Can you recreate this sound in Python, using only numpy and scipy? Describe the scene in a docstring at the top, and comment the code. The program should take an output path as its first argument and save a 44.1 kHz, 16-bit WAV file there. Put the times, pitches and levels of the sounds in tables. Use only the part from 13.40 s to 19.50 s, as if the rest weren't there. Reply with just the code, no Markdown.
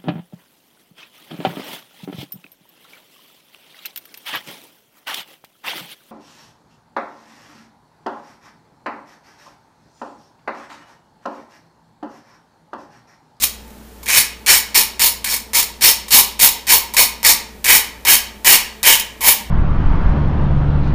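"""A butter knife scrapes burnt toast in quick strokes over a basin, close to a microphone.
Random fractures of the crust form a dense crackle, which excites modes of the steel blade and the stiff slice;
single ticks are short bursts of the same crackle, and two soft knocks are decaying sines.
A small kitchen returns the scraping as decaying sparse echoes; behind it lie filtered-noise air and an
appliance's hum. The loudest moments overload the microphone input."""
import sys
import numpy as np
from scipy import signal
from scipy.io import wavfile
from scipy.ndimage import uniform_filter1d

SR = 44100
rng = np.random.default_rng(int(sys.argv[2]) if len(sys.argv) > 2 else 0)


def persist_wave(psi):
    """Save psi, clipped to +-1, as 16-bit WAV."""
    counts = np.round(np.clip(psi, -1, 1) * 32767).astype(np.int16)
    wavfile.write(sys.argv[1], SR, np.atleast_2d(counts).T)


N = 269046

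# Pressure of each stroke: start t/s, rise t/s, sweep t/s, relative level/dB at touch, at bite, at lift;
# then mid-stroke level/dB relative to the pressure: blade tip, blade middle, hard crust, crust, whole slice
STROKE_PRESSURES = [ (0.0, 0.042, 0.003, -36.5, -11.5, -18, 5, -2, -32, -30, -47),
                    (0.66, 0.044, 0.082, -41.5, -19.5, -8.5, 3.8, -2.5, -7, 6, -17),
                    (1.0623, 0.041, 0.07, -24, -7.5, -15, 5.8, 2, -5.5, 1.5, -13),
                    (1.3451, 0.014, 0.056, -28, -8.5, -16, 6.7, 1.5, -8, -3, -8.5),
                    (1.595, 0.018, 0.058, -28, -13, -14.5, 7.5, 1, -10, -7.5, -7),
                    (1.845, 0.0049, 0.098, -30, -27, -19.5, 6, 0.5, -23, -0.5, -10.5),
                    (2.133, 0.018, 0.054, -31, -12, -14.5, 5.8, -1.5, -32, -6.5, -9),
                    (2.41, .032, 0.048, -29, -8, -8.5, 6.6, 3, -9, -4.5, -8.5),
                    (2.707, .032, 0.047, -21.5, -8.5, -7, 8.4, 1, -12, -12, -6),
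                    (2.992, 0.039, 0.029, -25, -4, -9.5, 8.8, -4, -16, -7.5, -8),
                    (3.2691, 0.037, 0.038, -35.5, -9, -9, 8.5, 1, -4, 0, -2),
                    (3.567, 0.021, 0.024, -19, -10, -8.5, 7.6, 1.5, -11, -0.5, -1.5),
                    (3.837, 0.019, 0.042, -34, -11, -7, 5.8, 2.5, -25, 1, -8),
                    (4.245, 0.059, 0.065, -33, -9, -12, 8.6, -4, -5.5, 5.5, -2),
                    (4.651, 0.027, 0.058, -38, -12, -8.5, 9.3, -0.5, 1, 2, -6.5),
                    (5.0466, 0.025, 0.064, -33, -9, -6, 8.2, -3, 0, 1.5, -6.5),
                    (5.431, 0.038, 0.068, -28.5, -8.5, -10.5, 6.5, -8, 2.5, 2, -4),
                    (5.81, 0.055, 0.024, -33.5, -11.5, -6, 10.8, -5, -3, 0.5, 2.5), ]
# Gain from touch to lift, level/dB: tip, middle, hard crust, crust, slice;
# row 0 for the first strokes, row 1 once the blade is laid right across the slice
TRAVEL_GAINS = [
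    [5.2, -2.1, -6, -13.5, 8],
    [1, -1, -0.5, -14, -9],
]
LAID_ACROSS_S = 4.1
LIFT_DB_PER_S = -330  # the blade leaves the crust
RISE_BEND = 0.88  # exponent below 1: the pressure level rises quickly at first

# Blade touches or landing crumbs: t/s, relative onset level/dB, t60/s,
# extra ring of crust and slice, level/dB (0 a usual touch, more = fuller)
TOUCH_TICKS = [(0.025, -24, 0.035, -8), (0.035, -13, .03, -13), (0.2794, -34, .04, 2),
               (0.3044, -36, .04, 2), (0.631, -24, 0.13, 12), (0.6596, -18, 0.054, 0),
               (0.686, -7.5, .035, 7), (1.063, -15, 0.061, -9), (1.3454, -14, 0.041, -8),
               (1.595, -10, .05, 7), (1.844, -9, 0.068, -5), (1.8991, -20, .04, 2),
               (2.1337, -15, 0.035, 10), (2.4097, -17, .03, 0), (2.4201, -8, 0.044, 1),
               (2.683, -18, 0.2, 8), (2.9943, -14, .05, 9), (3.269, -15, .04, 0),
               (3.538, -11.5, 0.17, 12.5), (3.5668, -8, .06, 2), (3.8306, -9.5, 0.031, 10),
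               (3.8484, 1, .04, 4), (4.2434, -5.5, 0.098, -5), (4.6511, -6.5, .05, 10),
               (5.0467, -6.5, 0.056, 9), (5.4306, -5.5, 0.065, -2), (5.5963, -6, 0.075, -2),
               (5.808, -13, 0.045, 11)]
# Share of a tick in each part, level/dB: edge, tip, middle, hard crust, crust, slice
TICK_SHARES = [-12., -4.5, -19, -45, -26.5, -18]

BREAKS_PER_S = 9000  # mean rate of crust fractures
# Crackle spectrum: f/Hz, relative level/dB
CRACKLE_SPECTRUM = [(40, 6), (150, -4), (400, -2), (720, -2.5), (1150, 7), (1550, -3), (2200, 9),
                    (3500, 10), (6000, 10), (9500, 10.5), (12500, 2.5), (15400, -3.5)]
# Hiss of fine dust off the tip: f/Hz, relative spectral level/dB (per Hz)
TIP_HISS_SPECTRUM = [(7000, -25), (9500, -6), (11500, -3), (13000, 0), (15400, -1)]

# Modes of blade and toast: f/Hz, width f/Hz, relative level/dB
EDGE_MODES = [(3810, 160, -13), (6360, 140, -12), (6980, 200, -9), (8250, 120, -14), (8800, 200, -10)]
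BLADE_MIDDLE_MODES = [(4400, 300, -7), (5290, 130, -8), (5480, 140, -11)]
BLADE_TIP_MODES = [(10370, 80, -12.5), (11100, 170, -14), (12330, 240, -8.5), (13700, 220, -11),
                   (14850, 260, -11)]
HARD_CRUST_MODES = [(2840, 80, -12), (3000, 70, -8), (3100, 180, -9)]
CRUST_MODES = [(1760, 40, -17), (1960, 110, -9), (2250, 150, -5), (2370, 50, -13), (2500, 70, -11)]
SLICE_MODES = [(945, 38, -8), (1035, 70, -13), (560, 90, -21)]

# Soft knocks: t/s, f/Hz, decay level/dB at t before the soft start, t60/s
SOFT_KNOCKS = [(6.007, 214, -25, 0.11), (6.05, 63, -29, .3)]
# Reverberation of the kitchen: f/Hz, t60/s
ROOM_DECAY = [(250, 0.54), (660, 0.58), (1740, 0.53), (4590, 0.41), (12100, 0.25)]
# Room air spectrum: f/Hz, relative level/dB
AIR_SPECTRUM = [(20, -8), (60, -7), (150, -9), (300, -9), (600, -10.5), (1200, -17.5), (2500, -22),
                (5000, -25.5), (10000, -26.5), (15400, -24.5)]
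AIR_DB = -44  # rms level of the air
# Appliance tones: f/Hz, width f/Hz, rms level/dB; the first is the mains hum, a sine (its width is unused)
APPLIANCE_TONES = [(59.2, 1.5, -44), (215, 16, -48), (377, 12, -59), (441.4, 4, -55), (882.9, 4, -56),
                   (1766, 5, -69)]
MIC_EDGE_HZ, BAND_LIMIT_HZ = 15430, 16300  # input filter, final band limit


def scrape():
    """Source and resonators: one fracture force excites broad crackle, dust hiss and the modes of each part."""
    edge, tip, middle, hard_crust, crust, bread = contact()
    dust = tip * rng.choice([-1., 1.], N)  # random signs: fine dust off the thin tip
    crackle = gain_of(4) * coloured(edge, CRACKLE_SPECTRUM)
    hiss = gain_of(-4) * coloured(dust, TIP_HISS_SPECTRUM)
    blade = body(edge, EDGE_MODES) + body(middle, BLADE_MIDDLE_MODES) + body(tip, BLADE_TIP_MODES)
    toast = body(hard_crust, HARD_CRUST_MODES) + body(crust, CRUST_MODES) + body(bread, SLICE_MODES)
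    return crackle + hiss + blade + toast


def contact():
    """Amplitude modulation: stroke pressure and tick decay scale the fractures that drive each of six parts."""
    t = np.arange(N) / SR
    force = np.zeros((6, N))
    crumbs = breaks()
    for start, rise, sweep, touch_db, bite_db, lift_db, *rings_db in STROKE_PRESSURES:
        span = slice(round(start * SR), round((start + rise + sweep + .3) * SR))
        u = np.maximum(t[span] - start, 0)
        rising_db = (touch_db - bite_db) * (1 - np.minimum(u / rise, 1) ** RISE_BEND)
        sweeping_db = (lift_db - bite_db) * np.clip((u - rise) / max(sweep, 1e-3), 0, 1)
        lifting_db = LIFT_DB_PER_S * np.maximum(u - rise - sweep, 0)
        pressure_db = bite_db + rising_db + sweeping_db + lifting_db
        along = np.minimum(u / (rise + sweep), 1)  # 0 at touch, 1 at lift
        travel_db = [0, *TRAVEL_GAINS[int(start > LAID_ACROSS_S)]]
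        parts_db = np.array([0, *rings_db])[:, None] + np.outer(travel_db, along - .5)
        force[:, span] += gain_of(pressure_db + parts_db)
    for start, onset_db, t60, full_db in TOUCH_TICKS:
        burst = (t >= start) * gain_of(onset_db - 60 * np.maximum(t - start, 0) / t60)
        shares_db = TICK_SHARES + full_db * np.array([0, 0, 0, 0, 1, 1])
        force += burst * gain_of(shares_db)[:, None]
        crumbs[int(np.ceil(start * SR))] = gain_of(17)  # each tick opens with one hard snap
    return force * crumbs


def breaks():
    """Random impulse process: tiny fractures, a few large, clump as the edge catches and slips."""
    size = gain_of(2.41 * np.minimum(rng.exponential(1, N), 5))
    signed = size * rng.choice([-1., 1.], N)
    clicks = signed * (rng.random(N) < BREAKS_PER_S / SR)
    clumping_db = 1.5 * drift(.003) + .7 * drift(.012)
    return evened(clicks * gain_of(clumping_db))


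def body(force, modes):
    """Modal superposition: each mode is struck better or worse as the contact point travels."""
    out = np.zeros(N)
    for hz, width, db in modes:
        coupling = gain_of(1.5 * drift(.03))
        out += gain_of(db) * ring(force * coupling, hz, width)
    return out


def ring(x, hz, width):
    """Damped resonance: one pole pair, scaled so that white noise of rms 1 comes out at rms 1."""
    pole = np.exp((2j * hz - width) * np.pi / SR)
    scale = np.sqrt((1 - abs(pole) ** 4) / 4)
    return scale * signal.lfilter([1, 0, -1], np.poly([pole, pole.conj()]).real, x)


def coloured(x, spectrum):
    """Minimum-phase filtering: the log gain fixes the phase of a causal filter of unit energy."""
    level_db = read(spectrum, abs(np.fft.fftfreq(4096, 1 / SR)))
    log_gain = np.log(gain_of(np.maximum(level_db, -100)))
    phase = -signal.hilbert(log_gain).imag
    taps = np.fft.ifft(np.exp(log_gain + 1j * phase)).real[:2048]
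    return signal.oaconvolve(x, taps / np.linalg.norm(taps))[:len(x)]


def drift(seconds):
    """Smoothed noise: two moving averages of the given length leave a slow random curve of rms 1."""
    step = 64  # samples between curve points
    wide = max(round(seconds * SR / step), 1)
    noise = rng.standard_normal(N // step + 2)
    slow = uniform_filter1d(uniform_filter1d(noise, wide), wide)
    return np.interp(np.arange(N) / step, np.arange(len(slow)), evened(slow))


def read(points, hz):
    """Linear interpolation of a (f/Hz, value) table over logarithmic frequency."""
    f, value = np.transpose(points)
    return np.interp(np.log(hz + 1), np.log(f + 1), value)


def gain_of(db):
    """Level law: amplitude ratio from decibels."""
    return 10 ** (np.asarray(db) / 20)


def evened(x):
    """Power normalisation: scales to rms 1."""
    return x / np.sqrt(np.mean(x ** 2) + 1e-20)


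def thumps():
    """Damped oscillation: each dull knock is an exponentially decaying sine with a soft start."""
    t = np.arange(N) / SR
    out = np.zeros(N)
    for start, hz, db, t60 in SOFT_KNOCKS:
        u = np.maximum(t - start, 0)
        decay = gain_of(db - 60 * u / t60)
        soft_start = 1 - np.exp(-u * hz / 1.1)
        out += decay * soft_start * np.sin(2 * np.pi * hz * u)
    return out


def kitchen(x):
    """Reverberation: sparse echoes of random sign decay at a rate set by frequency."""
    taps = np.zeros((3, SR))
    # one echo somewhere in every 10 samples, after an initial gap of 200
    at = np.arange(200, SR - 10, 10) + rng.integers(0, 10, (3, (SR - 201) // 10))
    np.put_along_axis(taps, at, rng.choice([-1., 1.], at.shape), 1)
    hz, t, z = signal.stft(taps, SR, nperseg=256)
    decay = gain_of(-60 * t / read(ROOM_DECAY, hz)[:, None])
    tails = signal.istft(z * decay, SR, nperseg=256)[1]
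    # the hands move, so three tails take turns, 7 cycles a second
    cycles = 7 * np.arange(N) / SR + np.arange(3)[:, None] / 3
    turn = np.cos(2 * np.pi * cycles) * np.sqrt(2 / 3)
    return signal.fftconvolve(x * turn, tails / np.linalg.norm(tails[0]), axes=1)[:, :N].sum(0)


def background():
    """Stationary noise and tones: coloured air, a hum of wavering level, and narrow bands of noise."""
    air = gain_of(AIR_DB) * evened(coloured(rng.standard_normal(N), AIR_SPECTRUM))
    hum_hz, _, hum_db = APPLIANCE_TONES[0]
    waver_db = 1.2 * drift(.1)
    hum = np.sqrt(2) * np.sin(2 * np.pi * hum_hz * np.arange(N) / SR) * gain_of(hum_db + waver_db)
    out = air + hum
    for hz, width, db in APPLIANCE_TONES[1:]:
        out += gain_of(db) * evened(ring(rng.standard_normal(N), hz, width))
    return out


def scene():
    """Superposition: direct scraping, its reverberation, the knocks and the background add."""
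    knife = scrape()
    direct = gain_of(-6.5) * knife
    reverberant = gain_of(-17) * kitchen(knife)
    return (direct + reverberant + thumps() + background())[None]


def low_pass(x, hz):
    """Linear-phase filtering: a windowed sinc gives a steep band limit."""
    taps = signal.firwin(511, hz, window=("kaiser", 9), fs=SR)
    return signal.oaconvolve(x, taps[None], "same")


def record(dry):
    """Saturation: the preamplifier overloads, the input filter's overshoots clip at full scale."""
    overloaded = np.clip(dry, -.87, .87)
    full_scale = np.clip(low_pass(overloaded, MIC_EDGE_HZ), -1, 1)
    return low_pass(full_scale, BAND_LIMIT_HZ)


dry = scene()
out = record(dry)
persist_wave(out)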